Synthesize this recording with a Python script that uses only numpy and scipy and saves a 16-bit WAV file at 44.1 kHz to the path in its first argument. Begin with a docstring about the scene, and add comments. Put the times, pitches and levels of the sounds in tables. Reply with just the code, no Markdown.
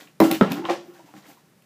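"""Over faint room tone, water stirs in a plastic bottle, which lands on a cardboard box at 0.2 s,
tumbles onto a wooden floor at 0.41 s and bounces; near 1 s a hand lifts it, with fainter knocks.
Blows ring damped modes, the wall snaps in noise bursts, sloshes are droplets that also shake the bottle,
its air rings at a moving pitch, and bubbles are short tones. The furnished room is small, its walls
close by; one microphone at floor height saturates softly."""
import sys
import numpy as np
from scipy import signal
from scipy.fft import rfft, irfft
from scipy.io import wavfile
from scipy.ndimage import uniform_filter1d

SR = 44100
rng = np.random.default_rng(int(sys.argv[2]) if len(sys.argv) > 2 else 0)


def gain_from_decibels(decibels):
    """Convert decibel values to linear amplitude factors."""
    exponent = np.asarray(decibels, float) / 20
    return 10 ** exponent


def persist_wave(psi):
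    """Save psi, clipped to +-1, as 16-bit WAV."""
    counts = np.round(np.clip(psi, -1, 1) * 32767).astype(np.int16)
    wavfile.write(sys.argv[1], SR, np.atleast_2d(counts).T)


N = 72765
AIR_T60 = 0.13  # s, ring of the air inside the bottle


def evened(x):
    """Scales x to an rms of one."""
    return x / np.sqrt(np.mean(x ** 2) + 1e-20)


def read_curve(points, hz):
    """Reads a curve of (f/Hz, value), straight over log frequency."""
    f, value = np.transpose(points)
    return np.interp(np.log(hz + 1), np.log(f + 1), value)


def add(mix, s, sound):
    """Lays a sound into the mix at s seconds, cut off at the end of the mix."""
    part = mix[round(s * SR):][:len(sound)]
    part += sound[:len(part)]


def coloured(x, points, tilt_db=0):
    """Filters x by a curve in dB; the treble above a knee is tipped by tilt_db per octave."""
    knee_hz = 5000
    hz = np.fft.rfftfreq(len(x), 1 / SR)
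    tilt = tilt_db * np.log2(1 + (hz / knee_hz) ** 2) / 2
    return irfft(rfft(x) * gain_from_decibels(read_curve(points, hz) + tilt), len(x))


def room_tone():
    """Steady coloured noise, the hush of the room."""
    # spectrum of the hush: f/Hz, relative density/dB per Hz
    hush_curve = [(30, -8), (70, 10.5), (120, 4), (160, 4), (225, -6.5), (430, -10), (790, -17.5),
                  (2000, -19), (2800, -24), (15500, -30)]
    return gain_from_decibels(-54) * evened(coloured(rng.standard_normal(N), hush_curve))


def droplets():
    """Droplets, a few rising cycles each, mixed with fine spray and evened to a flat spectrum."""
    drops_per_s, spread_db, drop_share = 3500, 3.3, 0.5
    falls = rng.random(N) < drops_per_s / SR
    strength = gain_from_decibels(spread_db * np.minimum(rng.exponential(1, N), 5)) * falls
    kind, drops = rng.integers(0, 30, N), np.zeros(N)
    for k, hz in enumerate(np.geomspace(600, 15000, num=30)):
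        cycles = np.arange(0, 5, hz / SR)
        drop = np.sin(2 * np.pi * cycles * (1 + 0.046 * cycles)) * cycles * np.exp(-cycles)
        drops += signal.oaconvolve(strength * (kind == k), drop)[:N]
    spray = rng.standard_normal(N)
    z = rfft(drop_share * evened(drops) + (1 - drop_share) * spray)
    return irfft(z / np.sqrt(uniform_filter1d(abs(z) ** 2, size=400)), N)


def sloshes():
    """Each slosh swells and dies: a splash that is heard and a rough push on the bottle wall."""
    # sloshes: t/s, rise/s, t60/s, splash level above 2 kHz/dB, treble tilt/dB per octave,
    # surge against the wall/dB
    slosh_list = [(0, 0.0013, 0.3, -49.5, 5.5, -48.5), (0.204, 0.036, 0.29, -32, 7, -22.5),
                  (0.284, 0.025, 0.23, -74, 5, -27.5), (0.318, 0.03, 0.23, -38.5, 9, -54),
                  (0.41, 0.0045, 0.53, -40, -25, -24), (0.504, 0.0095, 0.2, -40, -5.5, -31.5),
                  (0.544, 0.026, 0.19, -49.5, 11, -30.5), (0.631, 0.02, 0.51, -61, -15, -34),
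                  (0.652, 0.0061, 0.32, -47.5, -4.5, -57), (0.688, 0.02, 0.23, -35.5, -7.5, -44),
                  (.8, 0.087, 0.68, -61, 17, -51), (0.929, 0.023, 0.73, -60, -0.5, -75),
                  (1.05, 0.02, 0.88, -65, 2, -60.5), (1.135, 0.046, 0.18, -57.5, 2.5, -49),
                  (1.217, 0.034, 0.29, -61, -4, -60), (1.254, 0.04, 0.29, -52.5, 10, -53),
                  (1.36, 0.022, 0.7, -78, 11.5, -62)]
    # spectrum of a splash before tilt: f/Hz, relative density/dB per Hz
    splash_curve = [(290, -13.5), (500, -8.5), (769, -8), (1130, -11), (1310, -18), (1670, -13),
                    (7450, -23), (9110, -30.5), (14000, -29.5), (15500, -32)]
    water, t = droplets(), np.arange(N) / SR
    splash, push_power = np.zeros(N), np.zeros(N)
    treble = signal.butter(2, 2000, "high", fs=SR, output="sos")
    for s, rise, t60, db, tilt_db, surge_db in slosh_list:
        swell = np.clip((t - s) / rise, 0, 1)
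        shape = swell * gain_from_decibels(-60 * np.maximum(t - s - rise, 0) / t60)
        sound = coloured(water, splash_curve, tilt_db)
        splash += gain_from_decibels(db) * shape * sound / signal.sosfilt(treble, sound).std()
        push_power += (gain_from_decibels(surge_db) * shape) ** 2
    build_up = AIR_T60 * SR / (4 * np.log(1000))  # power gain of the air mode on steady noise
    surge = np.sqrt(push_power / build_up) * rng.standard_normal(N)
    return splash, surge


def ring(force, modes):
    """Every mode answers the force with a dying sine; dying noise stands for the modes in between."""
    longest_t60, most_cycles = 0.07, 30  # s; card, boards and wet plastic are all well damped
    dense_db, dense_t60 = -6, 0.03  # crowd of unresolved modes, s
    t = np.arange(SR // 2) / SR
    body = np.zeros(len(t))
    for hz, db, t60 in modes:
        damped_t60 = min(t60, longest_t60, most_cycles / hz)
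        body += gain_from_decibels(db - 60 * t / damped_t60) * np.sin(2 * np.pi * hz * t)
    outline = [(60, -35)] + [row[:2] for row in modes] + [(6000, -29)]
    crowd = evened(coloured(rng.standard_normal(len(t)), outline))
    dense = crowd * gain_from_decibels(dense_db - 60 * t / dense_t60)
    return signal.oaconvolve(force, body + dense)[:N]


def air(force):
    """The air inside rings as one mode, retuned and muffled as the water moves."""
    # path of the air mode: t/s, f/Hz, level/dB
    air_path = [(0, 290, -3), (.2, 329, 0), (.28, 318, 8), (.39, 323, -3), (.41, 248, 1.5), (.5, 257, 0),
                (.56, 293.5, 0.5), (.6, 327.4, 13.5), (.69, 344.6, -5), (.82, 341.7, 3), (.95, 357, -1),
                (1.02, 330, -4), (1.05, 302, 0.5), (1.3, 304.6, 1.5), (1.65, 324, -7)]
    s, hz, db = np.transpose(air_path)
    t = np.arange(N) / SR
    spin = np.exp(2j * np.pi * np.cumsum(np.interp(t, s, hz)) / SR)
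    decay = np.exp(-np.log(1000) / (AIR_T60 * SR))
    # a leaky sum in a frame that turns with the pitch
    ringing = spin * signal.lfilter([1], [1, -decay], force / spin)
    return gain_from_decibels(np.interp(t, s, db)) * ringing.imag


def blows(hits, column):
    """Half-sine pushes of equal area at equal level; a longer contact is duller."""
    force = np.zeros(N)
    for row in hits:
        contact_s = row[3] / 1000
        push = np.sin(np.pi * np.arange(0, 1, 1 / (contact_s * SR)))
        add(force, row[0], gain_from_decibels(row[column]) * push / push.sum())
    return force


def knocks(surge):
    """Box, floor and bottle ring from each blow; surging water keeps shaking the bottle and the boards."""
    # blows on box and floor: t/s, blow on the surface/dB, blow on the bottle/dB, contact/ms
    box_hits = [(.2026, -15.5, -23, 0.17), (.2040, -5, -10, 1.35), (.2075, -11.5, -21, 0.62),
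                (.2125, -18, -4, 2.32), (.2180, -10.5, -43.5, 0.56), (.2215, -5.5, -18, 1.43),
                (.3125, -27, -27, 0.32), (.3195, -23.5, -19, 1.47)]
    floor_hits = [(.4110, -9, -23, 0.35), (.4140, -6, -28, 0.68), (0.4183, -6.5, -28, 1.73),
                  (0.4234, -17, -52, 0.5), (0.512, -23, -22.5, 2.1), (0.643, -53, -30.5, 0.3),
                  (0.6546, -63, -31, 0.35), (0.688, -47.5, -22.5, 0.26), (.692, -51, -20, 0.33),
                  (0.6964, -65, -16, 0.27), (0.702, -64, -13.5, 0.65), (.952, -64, -52, 0.25),
                  (.994, -56, -50.5, 0.32), (1.041, -51, -44, 1.7), (1.139, -50, -43, 0.31),
                  (1.147, -40.5, -48, 2.6), (1.164, -42, -71, 2.1), (1.178, -42, -58, 2.9),
                  (1.262, -51, -75, 0.52), (1.302, -71, -60, 0.81)]
    # modes of card, boards and bottle wall: f/Hz, level/dB, t60 before the damping limits/s
    box_modes = [(210, -3.5, 0.042), (318, -8, 0.028), (427, -3, 0.12), (467.5, -10, 0.04),
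                 (545, -16, 0.063), (650, -2, 0.035), (715, 0.5, 0.017), (833, -0.5, 0.029),
                 (993, 1.5, 0.048), (1111, -8, 0.016), (1230, -12.5, 0.034), (1630, -17, 0.02),
                 (2070, -2, 0.03), (2530, -3.5, 0.01)]
    floor_modes = [(140, -15.5, 0.047), (198.5, -3.5, 0.062), (240, -1, 0.026), (373, -1.5, 0.024),
                   (468.6, -1.5, 0.026), (521, -2, 0.04), (675, -7, 0.023), (786, -12, 0.02),
                   (1036, -1, 0.0061), (1257, -3, 0.0068), (1367, 2, .014), (1668, -5, 0.013),
                   (2140, -8.5, 0.01), (2760, -6.5, 0.017)]
    bottle_modes = [(566, -2.5, 0.067), (776, 0, 0.04), (1076, -3, 0.024), (1360, -7.5, 0.014),
                    (1773, -11.5, 0.0079), (2234, -12.5, 0.061), (2650, -19.5, .015)]
    floor_surge_db, wall_surge_db = -10, -8.5
    wall_cut_hz = 380  # Hz; the ring of the bottle wall carries little below this

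    on_bottle = blows(box_hits + floor_hits, column=2)
    wall = ring(on_bottle + gain_from_decibels(wall_surge_db) * surge, bottle_modes)
    wall = signal.lfilter(*signal.butter(2, wall_cut_hz, "high", fs=SR), wall)
    box = ring(blows(box_hits, column=1), box_modes)
    boards = ring(blows(floor_hits, column=1) + gain_from_decibels(floor_surge_db) * surge, floor_modes)
    return -(box + wall + air(on_bottle + surge) + boards)


def snaps():
    """The plastic wall snaps: short noise bursts with a hard front and an exponential decay."""
    # snaps: t/s, level/dB, decay to 1/e/ms, treble tilt/dB per octave
    snap_list = [(0.009, -40.5, 4.9, -14), (0.0728, -48, 6.8, -31), (0.2018, -13.5, 2.55, 5.5),
                 (0.2106, -21, 3.2, 11.5), (0.3128, -11.5, 3.4, 6.5), (0.333, -26.5, 3.3, -10),
                 (0.346, -28, 9.1, -12), (0.4108, -16.5, 1.5, -7), (.501, -39, 4.3, 6),
                 (0.5188, -21.5, 3.1, 1.5), (0.6522, -26.5, 2.4, -31), (0.6982, -17, 0.92, -11),
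                 (0.711, -49, 5.2, -6), (1.139, -47, 2, 13), (1.266, -48, 2.5, 0),
                 (1.1712, -55.5, 1.8, 5.5), (1.622, -49.5, 2.2, 8.5)]
    # spectrum of a snap before tilt: f/Hz, relative density/dB per Hz
    snap_curve = [(470, -25), (1000, -16), (1600, -3.5), (2000, 0), (2470, 3), (2750, 3.5), (3100, 2.5),
                  (3450, -2), (3750, 2.5), (4300, -3.5), (5400, -8), (6070, -10), (6800, -10.5),
                  (8500, -15), (11000, -10.5), (14200, -13), (15500, -11)]
    out, t = np.zeros(N), np.arange(1536) / SR
    for s, db, ms, tilt_db in snap_list:
        noise = evened(coloured(rng.standard_normal(2048), snap_curve, tilt_db))[512:]
        shape = np.minimum(t / 0.0005, 1) * np.exp(-t / (ms / 1000))
        add(out, s, gain_from_decibels(db) * shape * noise)
    return out


def room(x):
    """Four bright echoes off near surfaces, and sparse taps dying band by band."""
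    # reverberation: f/Hz, t60/s
    room_decay = [(150, 0.54), (500, 0.44), (2000, 0.17), (6000, 0.57), (11000, 0.086), (15000, 0.27)]
    # near surfaces: echo delay/s, and echo level before the low cut/dB
    wall_delays = [.0117, .021, .028, .037]
    wall_levels = [-9, -13, -18, -17]
    tail_db = -13
    wall_hz = 880  # small hard surfaces return little below this

    taps, echoes = np.zeros(SR), np.zeros(SR // 20)
    at = np.arange(500, SR - 20, 20) + rng.integers(0, 20, (SR - 501) // 20)
    taps[at] = rng.choice([-1., 1.], at.shape)
    hz, t, z = signal.stft(taps, SR, nperseg=512)
    fade = gain_from_decibels(-60 * t / read_curve(room_decay, hz)[:, None])
    tail = signal.istft(z * fade, SR, nperseg=512)[1]
    response = gain_from_decibels(tail_db) * tail / np.linalg.norm(tail)
    for delay, db in zip(wall_delays, wall_levels):
        add(echoes, delay, gain_from_decibels([db]))
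    add(response, 0, signal.lfilter(*signal.butter(1, wall_hz, "high", fs=SR), echoes))
    return signal.fftconvolve(x, response)[:N]


def bubbles():
    """Single bubbles: soft-starting tones that die and rise in pitch, shaken by the moving water."""
    # bubbles: t/s, level/dB, f/Hz, t60/s, rise as a share of the pitch/per s
    bubble_list = [(.618, -36.5, 862, 0.21, 1.4), (.652, -13, 977, 0.033, 2.9),
                   (.955, -43, 1580, 0.05, 0.68), (.99, -38, 650, 0.042, 0.51),
                   (.996, -36.5, 914, 0.047, 0.8), (1.085, -40, 867, 0.041, 1.2),
                   (1.29, -45, 742, 0.11, 0.81), (1.37, -42, 947, 0.04, 2.6)]
    wobble_share = 0.09  # rms, as a share of the pitch
    out, t = np.zeros(N), np.arange(SR // 5) / SR
    for s, db, hz, t60, rise in bubble_list:
        noise = rng.standard_normal(len(t))
        wobble = wobble_share * evened(uniform_filter1d(noise, size=90))
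        turns = np.cumsum(hz * (1 + rise * t + wobble)) / SR
        shape = gain_from_decibels(db - 60 * t / t60) * np.minimum(t / 0.0071, 1)
        add(out, s, shape * np.sin(2 * np.pi * turns))
    return out


def scene():
    """Bottle, box, floor and water sound in the room, over its tone."""
    splash, surge = sloshes()
    bottle = splash + knocks(surge) + snaps() + bubbles()
    return (bottle + room(bottle) + room_tone())[None]


def low_pass(x):
    """Removes everything above the highest recorded frequency."""
    return signal.sosfilt(signal.butter(12, 16480, fs=SR, output="sos"), x)


def record(dry):
    """The microphone path cuts the lows, saturates softly towards a ceiling and limits the band."""
    low_cut_hz, edge_hz, ceiling = 165, 15450, 0.72
    low_cut = signal.butter(4, low_cut_hz, "high", fs=SR, output="sos")
    cut = signal.sosfilt(low_cut, dry)
    soft = cut / (1 + (cut / ceiling) ** 4) ** 0.25
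    band = signal.firwin(511, edge_hz, window=("kaiser", 9), fs=SR)
    finished = signal.oaconvolve(soft, band[None], "same")
    return low_pass(finished)


dry = scene()
out = record(dry)
persist_wave(out)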